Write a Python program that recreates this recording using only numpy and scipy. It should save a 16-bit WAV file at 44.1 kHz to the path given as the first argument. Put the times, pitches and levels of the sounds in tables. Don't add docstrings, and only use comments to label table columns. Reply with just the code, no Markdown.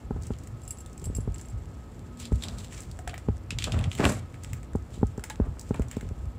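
import sys
import numpy as np
from scipy import signal
from scipy.io import wavfile

SR = 44100
rng = np.random.default_rng(int(sys.argv[2]) if len(sys.argv) > 2 else 0)


def persist_wave(psi):
    counts = np.round(np.clip(psi, -1, 1) * 32767).astype(np.int16)
    wavfile.write(sys.argv[1], SR, np.atleast_2d(counts).T)


N = 281402

# f/Hz, relative density/dB per Hz
ROOM_TONE = [(18, -36), (30, -10), (59, 4.5), (103, -0.5), (179, -9), (245, -9), (1160, -24), (1250, -26.5),
             (1460, -27.5), (5170, -42.5), (7670, -60.5), (10800, -44.5), (13700, -52), (16000, -52)]
# f/Hz, width/Hz, level/dB
HUM_LINES = [(121.7, 42, -49.5), (1275.3, 18, -65.5), (11000, 33, -104)]
ROOM_TONE_DB = -44.5

# f/Hz, width/Hz, level/dB
RUMBLE_RESONANCES = [(82, 19.1, 4), (121.7, 50, -3.5)]
# peak t/s, level/dB, deep part re level/dB, fade/s
RUMBLE_SWELLS = [(0.0, -51.5, 18, 0.12), (0.5, -44.5, -5, 0.18), (1.08, -45, 10, .12), (1.542, -41, 6, 0.1),
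                 (2.42, -48.5, 6, 1), (3.53, -34, -11, 0.083), (3.751, -19, -10, 0.048),
                 (3.87, -26.5, -23, 0.014), (4.07, -24, -26, 0.065), (4.48, -40, -10, 0.19),
                 (5.49, -39, 5, 0.013), (6.22, -42, 9.5, 0.1)]
RUMBLE_RISE_S = 0.028
STILL_DB, STILL_DEEP_DB = -48.5, -3.5
AFTER_DB, AFTER_DEEP_DB = -19, 3
AFTER_DELAY_S, AFTER_RISE_S, AFTER_FADE_S = 0.015, 0.015, 0.033

# t/s, level/dB
WAVER_LEVEL = [(0.0, -54), (1.87, -55), (2.24, -43.5), (2.54, -46), (2.7, -54.5), (3.0, -64.5), (3.9, -48),
               (4.34, -58.5), (6.38, -53.5)]
WAVER_HZ = 238.5

# peak t/s, grinding level/dB, hollow part re grinding/dB, hollow f/Hz, fade/s
GRIND_BOUTS = [(0.24, -68.5, 4, 2430, 0.13), (0.68, -67, -1, 2540, 0.14), (1.03, -74, -1, 2170, 0.6),
               (1.35, -71.5, 8, 1980, 0.08), (2.2, -52, 0.5, 3040, 0.05), (2.245, -58, 15.5, 4170, 0.023),
               (2.33, -64, 0, 1800, 0.12), (2.435, -50.5, 6, 3700, 0.055), (2.59, -52, 4, 3530, 0.063),
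               (2.73, -54, 0.5, 1780, .06), (2.81, -64, 6, 1930, 0.031), (3.09, -70, 15, 1980, 0.073),
               (3.6, -52, 6, 2930, 0.063), (3.67, -60, 5, 2600, 0.037), (3.74, -57.5, 12.5, 1500, 0.069),
               (3.925, -53, -4, 2800, 0.086), (4.002, -50, 10, 1750, 0.05), (4.045, -48.5, 14, 1800, 0.053),
               (4.428, -66.5, 5.5, 1900, 0.093), (4.95, -61.5, 6, 3580, 0.072), (5.25, -71, 9, 1860, 0.091),
               (5.61, -66, 1, 2300, .1), (5.74, -70, 14, 1390, 0.065), (5.93, -65, 11, 1960, 0.063)]
# f/Hz, width/Hz, level/dB
CRUMB_RESONANCES = [(5370, 4300, 11.5), (9880, 3100, -0.5), (14000, 3400, -7.5)]
GRIND_RISE_S = 0.012
NOSING_DB, NOSING_HOLLOW_DB, NOSING_HZ = -73.5, -3, 1560

# t/s, level/dB, boom re level/dB, hard knock re level/dB
BUMP_EVENTS = [(0.106, -20, 1, -13), (0.16, -28, 9, -15), (0.303, -23, 0, -14), (1.023, -36.5, 10, -22),
               (1.068, -33.5, 1, -20), (1.098, -28, -5, -17), (1.127, -39, 13, -22), (1.164, -41, -8, -19),
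               (1.183, -27, 3, -19), (1.274, -23.5, 7.5, -15), (2.318, -18.5, 8.5, -16),
               (3.284, -15.5, 1.5, -18), (3.523, -36.5, 2, -25), (3.997, -16.5, -9, -15),
               (4.038, -23, -3, -12), (4.75, -16.5, 1, -21), (4.975, -34, 9, -22), (5.012, -32, -4, -25),
               (5.028, -11.5, -2.5, -21), (5.178, -23, -2.5, -16), (5.398, -15, 0.5, -19),
               (5.468, -31, 8, -25), (5.706, -16.5, -5, -15), (5.794, -18, 2.5, -20), (5.967, -22, -8, -22),
               (6.027, -34, 5, -23), (6.05, -35.5, 15, -25), (6.109, -32, 7, -21)]
# f/Hz, level/dB, t60/s
RAP_MODES = [(234.4, 4, 0.026), (403.6, -4, 0.031)]
# f/Hz, level/dB, t60/s
KNOCK_MODES = [(796, 2.5, 0.027), (1310, -6, 0.021)]
# f/Hz, level/dB, t60/s
BOOM_MODES = [(66.5, -6, 0.16), (85.3, -10, 0.12)]

# peak t/s, level/dB, fade/s
SCUFFS = [(.165, -47, 0.034), (1.1, -55, 0.038), (2.43, -44.5, 0.2), (3.574, -46.5, 0.042),
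          (3.674, -32, 0.026), (3.744, -32.5, .08), (3.999, -24, 0.032), (4.039, -18.5, 0.044),
          (5.41, -41.5, 0.036), (5.445, -51, 0.066), (5.569, -47, .025), (5.745, -36.5, 0.02),
          (5.81, -47, 0.062)]
# f/Hz, width/Hz, level/dB
SCUFF_RESONANCES = [(208, 44, 5), (427, 290, -6.5), (639, 150, -3.5), (1260, 630, -13.5),
                    (1730, 3100, -25.5)]
SCUFF_RISE_S = 0.0054

# t/s, hollow ring f/Hz, hollow peak/dB, bright peak/dB
CRACK_EVENTS = [(0.223, 5600, -47, -41.5), (0.234, 5860, -41, -46), (0.2682, 5760, -57, -35),
                (0.3363, 2760, -42, -67), (0.3864, 1650, -53, -39.5), (0.436, 1760, -59, -43),
                (0.473, 1640, -44.5, -38), (0.618, 5000, -50, -47), (0.652, 6000, -56, -50),
                (0.677, 4770, -60, -53), (0.707, 4790, -56, -39), (0.7726, 1650, -60, -44),
                (0.8044, 2700, -55, -44), (0.8614, 3770, -42, -40), (0.9306, 6800, -65, -42.5),
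                (0.9783, 2090, -49, -38.5), (0.997, 5000, -55, -44), (1.018, 6000, -53, -46),
                (1.0413, 2800, -44, -39), (1.0563, 4840, -44, -42), (1.1493, 2640, -47, -39),
                (1.163, 2770, -53, -36), (1.3434, 2550, -48, -40), (1.3828, 6000, -47, -37.5),
                (1.4124, 1530, -53, -36.5), (1.4853, 1710, -57, -40.5), (2.173, 3840, -46, -46),
                (2.2287, 4400, -41, -53), (2.254, 4330, -32, -59), (2.3254, 1980, -44, -41.5),
                (2.357, 4070, -44, -42), (2.4235, 3600, -30, -55), (2.4369, 3470, -24, -55),
                (2.4846, 3685, -27, -59), (2.585, 4970, -34, -52), (2.7242, 1690, -38.5, -40),
                (2.805, 2000, -54, -33), (2.82, 3500, -55, -36), (2.834, 4360, -45, -44),
                (2.9136, 4600, -39.5, -46), (2.99, 1830, -38.5, -36.5), (3.0765, 1700, -26, -30),
                (3.095, 2960, -31, -44), (3.1414, 1990, -29, -34.5), (3.179, 1770, -35.5, -32),
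                (3.2864, 1500, -39, -71), (3.5063, 2700, -21, -53), (3.5867, 3220, -19.5, -54),
                (3.6232, 2900, -21.5, -49), (3.6411, 3100, -17, -55), (3.721, 3060, -23, -58),
                (3.79, 2830, -28.5, -34), (3.8113, 3500, -35, -52), (3.8407, 2720, -27, -56),
                (3.9157, 2880, -24.5, -59), (3.93, 2500, -32, -50), (3.9513, 2820, -29, -31),
                (4.0042, 1610, -24, -46), (4.0422, 1820, -16.5, -33), (4.122, 2880, -33, -28),
                (4.342, 2180, -40, -43.5), (4.4356, 1730, -43, -33.5), (4.5326, 2020, -33.5, -29),
                (4.631, 1930, -43, -41), (4.7336, 1520, -44, -43.5), (4.757, 1550, -60, -41.5),
                (4.941, 3750, -45.5, -45), (5.069, 6060, -49, -46), (5.177, 1520, -47, -41),
                (5.195, 1350, -38, -43.5), (5.239, 1830, -30, -24), (5.2995, 1690, -29.5, -26.5),
                (5.304, 3330, -32.5, -41), (5.5949, 5500, -39, -34.5), (5.6122, 5850, -62, -34),
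                (5.692, 1590, -60, -43.5), (5.744, 2160, -32, -35), (5.796, 1490, -61, -40),
                (5.8203, 2180, -37.5, -36.5), (5.884, 6200, -46, -58), (5.913, 2070, -34.5, -29.5),
                (5.9673, 1980, -48, -38.5), (6.01, 1950, -32.5, -35)]
BRIGHT_BAND_HZ, AIRY_BAND_HZ = (4800, 10500), (10500, 16000)
AIRY_DB = -7.5

# t/s, level/dB
CLINK_EVENTS = [(0.6347, -50), (0.6782, -41), (0.707, -34), (0.7854, -47), (0.806, -47), (1.042, -40),
                (1.055, -38), (1.1503, -39), (1.167, -39), (1.206, -51), (1.344, -49), (1.3989, -53),
                (1.456, -55), (1.499, -52)]
# f/Hz, level/dB, t60/s
BOWL_MODES = [(2806, -17, 0.047), (4800, -19, 0.074), (5310, -17, 0.039), (5900, -34, .04),
              (7560, -20, 0.058), (7580, -3, 0.018), (7700, -25, 0.069), (8620, -10.5, 0.053),
              (8000, -16, 0.14), (9770, -16.5, 0.15), (10000, -15, 0.043), (11250, -21, 0.06),
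              (11800, -25, 0.11), (13300, -20, 0.073), (14010, -20, .06), (15130, -24, .06)]
# t/s, level/dB, pitch factor of that spot
DROP_EVENTS = [(2.991, -39, 1.0), (3.075, -29, 0.97), (3.094, -46, 0.85), (3.113, -45, 1.0),
               (3.133, -34.5, 0.96), (3.178, -43.5, 0.94), (5.238, -37, 1.22), (5.303, -34, 1.18),
               (5.748, -38, 1.24)]
# f/Hz, level/dB, t60/s
BOARD_MODES = [(714, -11, 0.08), (733, -8, 0.12), (810, -9.5, 0.032), (1400, -8.5, 0.036),
               (1720, -24, 0.084), (1860, -53, 0.023)]
TOUCH_GAP_S, TOUCH_LOSS_DB = 0.003, 6

# t/s, level/dB
SCRAPE_LEVEL = [(4.02, -57), (4.05, -39.5), (4.125, -46), (4.2, -62.5)]

ROOM_T60_S, WALL_CUT_HZ, ROOM_DB = 0.24, 3300, -19
# f/Hz, width/Hz, gain/dB
PORT_RESONANCE = (7540, 730, 9.76)
MIC_LOW_HZ, CUTOFF_HZ = 43, 16500


def amp(db):
    return 10 ** (np.asarray(db) / 20)


def rms_one(x):
    return x / np.sqrt(np.mean(x ** 2) + 1e-20)


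def peak_one(x):
    return x / np.abs(x).max()


def in_time(rows):
    s, *columns = np.transpose(rows)
    t = np.arange(N) / SR
    return [np.interp(t, s, column, left=-120, right=-120) for column in columns]


def swells(s, db, rise_s, fade_s):
    s, db, fade_s = (np.reshape(v, (-1, 1)) for v in (s, db, fade_s))
    t = np.arange(0, N + 64, 64) / SR - s
    exponent = np.where(t < 0, t / rise_s, -t / np.maximum(fade_s, 0.002))
    return amp(db) * np.exp(exponent)


def fill(slow):
    return np.interp(np.arange(N) / 64, np.arange(len(slow)), slow)


def drift(corner_hz):
    r = np.exp(-80 * np.pi * corner_hz / SR)
    noise = rng.standard_normal(N // 40 + 2002)
    slow = signal.lfilter([1], [1, -2 * r, r * r], noise)[2000:]
    return np.interp(np.arange(N) / 40, np.arange(len(slow)), rms_one(slow))


def band(x, lo_hz, hi_hz):
    sos = signal.butter(2, [lo_hz, min(hi_hz, SR / 2.2)], "band", fs=SR, output="sos")
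    return signal.sosfilt(sos, x + 1e-18)


def resonate(x, hz, width_hz):
    r = np.exp(-np.pi * width_hz / SR)
    a = [1, -2 * r * np.cos(2 * np.pi * hz / SR), r * r]
    return signal.lfilter([(1 - r * r) / 2, 0, (r * r - 1) / 2], a, x)


def body(x, resonances):
    out = 0
    for k, (hz, width_hz, db) in enumerate(resonances):
        out = out + (-1) ** k * amp(db) * resonate(x, hz, width_hz)
    return rms_one(out)


def glide(x, hz, width):
    out, state = np.zeros(N), np.zeros(2)
    for i in range(0, N, 256):
        r = np.exp(-np.pi * width * hz[i] / SR)
        gain = np.sqrt(1 - r * r)
        a = [1, -2 * r * np.cos(2 * np.pi * hz[i] / SR), r * r]
        out[i:i + 256], state = signal.lfilter([gain, 0, -gain], a, x[i:i + 256], zi=state)
    return rms_one(out)


def clicks(s, db):
    out = np.full(N, 1e-18)
    np.add.at(out, (np.asarray(s) * SR).astype(int), amp(db))
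    return out


def strike(s, db, modes, spread_db):
    out = 0
    chance = rng.standard_normal((len(s), len(modes)))
    for k, (hz, level_db, t60_s) in enumerate(modes):
        r, w = amp(-60 / (t60_s * SR)), 2 * np.pi * hz / SR
        blows = clicks(s, db + level_db + spread_db * chance[:, k])
        out = out + signal.lfilter([0, np.sin(w)], [1, -2 * r * np.cos(w), r * r], blows)
    return out


def touches(rows):
    s, db = np.transpose(rows)[:, :, None]
    gaps = TOUCH_GAP_S * rng.uniform(0.4, 1.6, (len(rows), 4))
    times_s = s + np.cumsum(gaps, axis=1) - gaps[:, :1]
    levels_db = db - TOUCH_LOSS_DB * np.arange(4)
    return times_s.ravel(), levels_db.ravel()


def grains(per_s, spread_db):
    sizes = amp(spread_db * np.minimum(rng.exponential(1, N), 5)) * rng.choice([-1, 1], N)
    return sizes * (rng.random(N) < per_s / SR) + 1e-18


def crumbs(dense_per_s, ticks_per_s, tick_db):
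    bed = rms_one(grains(dense_per_s, 2.1) * amp(2.74 * drift(25.0)))
    fade = np.exp(-1 / (0.00099 * SR))
    envelope = signal.lfilter([1], [1, -fade], np.abs(grains(ticks_per_s, 4.66)))
    ticks = envelope * rng.standard_normal(N)
    return bed + amp(tick_db) * rms_one(ticks)


def room_tone():
    out = 0
    edges_hz = 22 * 2 ** (np.arange(30) / 3)
    white = rng.standard_normal((2, N))
    hz, db = np.transpose(ROOM_TONE)
    for k, (low_hz, high_hz) in enumerate(zip(edges_hz, edges_hz[1:])):
        band_db = np.interp(np.log(low_hz * high_hz) / 2, np.log(hz), db)
        out = out + amp(band_db) * band(white[k % 2], low_hz, high_hz)
    hum = 0
    for line_hz, width_hz, line_db in HUM_LINES:
        once = resonate(white[0] - white[1], line_hz, width_hz)
        hum = hum + amp(line_db) * rms_one(resonate(once, line_hz, width_hz))
    return amp(ROOM_TONE_DB) * rms_one(out) + hum


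def rumble():
    s, db, deep_db, fade_s = np.transpose(RUMBLE_SWELLS)
    rows = swells(s, db, RUMBLE_RISE_S, fade_s)
    bump_s, bump_db, boom_db, _ = np.transpose(BUMP_EVENTS)
    after = swells(bump_s + AFTER_DELAY_S, bump_db + boom_db + AFTER_DB, AFTER_RISE_S, AFTER_FADE_S).sum(0)
    upper = rms_one(band(body(grains(300, 3.94), RUMBLE_RESONANCES), 87.5, 267))
    deep = rms_one(band(grains(200, 1.9), 43.3, 68.1))
    upper_gain = amp(STILL_DB) + rows.sum(0) + after
    deep_gain = amp(STILL_DB + STILL_DEEP_DB) + amp(deep_db) @ rows + amp(AFTER_DEEP_DB) * after
    return fill(upper_gain) * upper + fill(deep_gain) * deep


def wavering_tone():
    phase = 2 * np.pi * WAVER_HZ * np.arange(N) / SR + 0.91 * drift(4.7)
    return amp(in_time(WAVER_LEVEL)[0]) * np.sin(phase)


def grinding():
    s, db, hollow_db, hz, fade_s = np.transpose(GRIND_BOUTS)
    grind = swells(s, db, GRIND_RISE_S, fade_s)
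    ring = swells(s, db + hollow_db, GRIND_RISE_S, fade_s)
    rest = amp(NOSING_DB + NOSING_HOLLOW_DB)
    hollow_hz = (hz @ ring ** 2 + NOSING_HZ * rest ** 2) / ((ring ** 2).sum(0) + rest ** 2)
    rub = crumbs(6000, 70, tick_db=-3.5)
    bright = rms_one(band(body(rub, CRUMB_RESONANCES), 4900, CUTOFF_HZ))
    hollow = glide(band(rub, 700, 4300), fill(hollow_hz), width=0.84)
    return fill(grind.sum(0) + amp(NOSING_DB)) * bright + fill(ring.sum(0) + rest) * hollow


def handling_bumps():
    s, db, boom_db, knock_db = np.transpose(BUMP_EVENTS)
    rap = strike(s + 0.002204, db, RAP_MODES, spread_db=1.5)
    knock = strike(s + 0.002014, db + knock_db, KNOCK_MODES, spread_db=3.5)
    boom = strike(s + 0.00701, db + boom_db, BOOM_MODES, spread_db=0.5)
    return signal.sosfilt(signal.butter(4, 1700, fs=SR, output="sos"), rap + knock + boom)


def scuffs():
    slips = body(grains(700, 1.37) * amp(0.8 * drift(81)), SCUFF_RESONANCES)
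    s, db, fade_s = np.transpose(SCUFFS)
    return fill(swells(s, db, SCUFF_RISE_S, fade_s).sum(0)) * rms_one(band(slips, 98, 2260))


def cracks():
    out, t = np.zeros(N + 4096), np.arange(4096) / SR
    noises = rng.standard_normal((len(CRACK_EVENTS), len(t)))
    splinters = amp(-7.0) * np.exp(-t / 0.0016)
    crumble = amp(-20.0) * np.exp(-t / 0.02)
    for (s, hz, hollow_db, bright_db), noise in zip(CRACK_EVENTS, noises):
        burst = noise * (splinters + crumble)
        burst[0] = 1.93
        hollow = peak_one(band(resonate(burst, hz, 0.35 * hz), 0.24 * hz, 3.8 * hz))
        bright = peak_one(band(burst, *BRIGHT_BAND_HZ))
        airy = peak_one(band(burst, *AIRY_BAND_HZ))
        crack = amp(hollow_db) * hollow + amp(bright_db) * (bright + amp(AIRY_DB) * airy)
        out[round(s * SR):][:len(t)] += crack
    return out[:N]


def clinks():
    return strike(*touches(CLINK_EVENTS), BOWL_MODES, spread_db=3.5)


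def drops():
    out = 0
    for s, db, pitch in DROP_EVENTS:
        modes = np.array(BOARD_MODES) * [pitch, 1, 1]
        out = out + strike(*touches([(s, db)]), modes, spread_db=4.0)
    return out


def scrape():
    hiss = rms_one(band(crumbs(8000, 120, tick_db=-14), 3600, 10000))
    return amp(in_time(SCRAPE_LEVEL)[0]) * hiss


def kitchen(x):
    out, dull = np.zeros(N), np.exp(-2 * np.pi * WALL_CUT_HZ / SR)
    lags = (rng.uniform(0.0055, 0.028, 8) * SR).astype(int)
    for k, lag in enumerate(lags):
        loop, state = x.copy(), [0.]
        gain = amp(-60 * lag / SR / ROOM_T60_S)
        for i in range(lag, N, lag):
            back, state = signal.lfilter([gain * (1 - dull)], [1, -dull], loop[i - lag:i], zi=state)
            loop[i:i + lag] += back[:N - i]
        out += (loop - x) * (-1) ** k
    return out


def scene():
    eating = grinding() + scuffs() + cracks() + clinks() + drops() + scrape()
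    echo = amp(ROOM_DB) * kitchen(eating)
    return (eating + echo + handling_bumps() + rumble() + wavering_tone() + room_tone())[None]


def record(dry):
    hz, width_hz, db = PORT_RESONANCE
    coloured = dry + (amp(db) - 1) * resonate(dry, hz, width_hz)
    low_cut = signal.butter(3, MIC_LOW_HZ, "high", fs=SR, output="sos")
    top_cut = signal.cheby2(10, 50, CUTOFF_HZ, fs=SR, output="sos")
    return signal.sosfilt(top_cut, signal.sosfilt(low_cut, coloured))


dry = scene()
out = record(dry)
persist_wave(out)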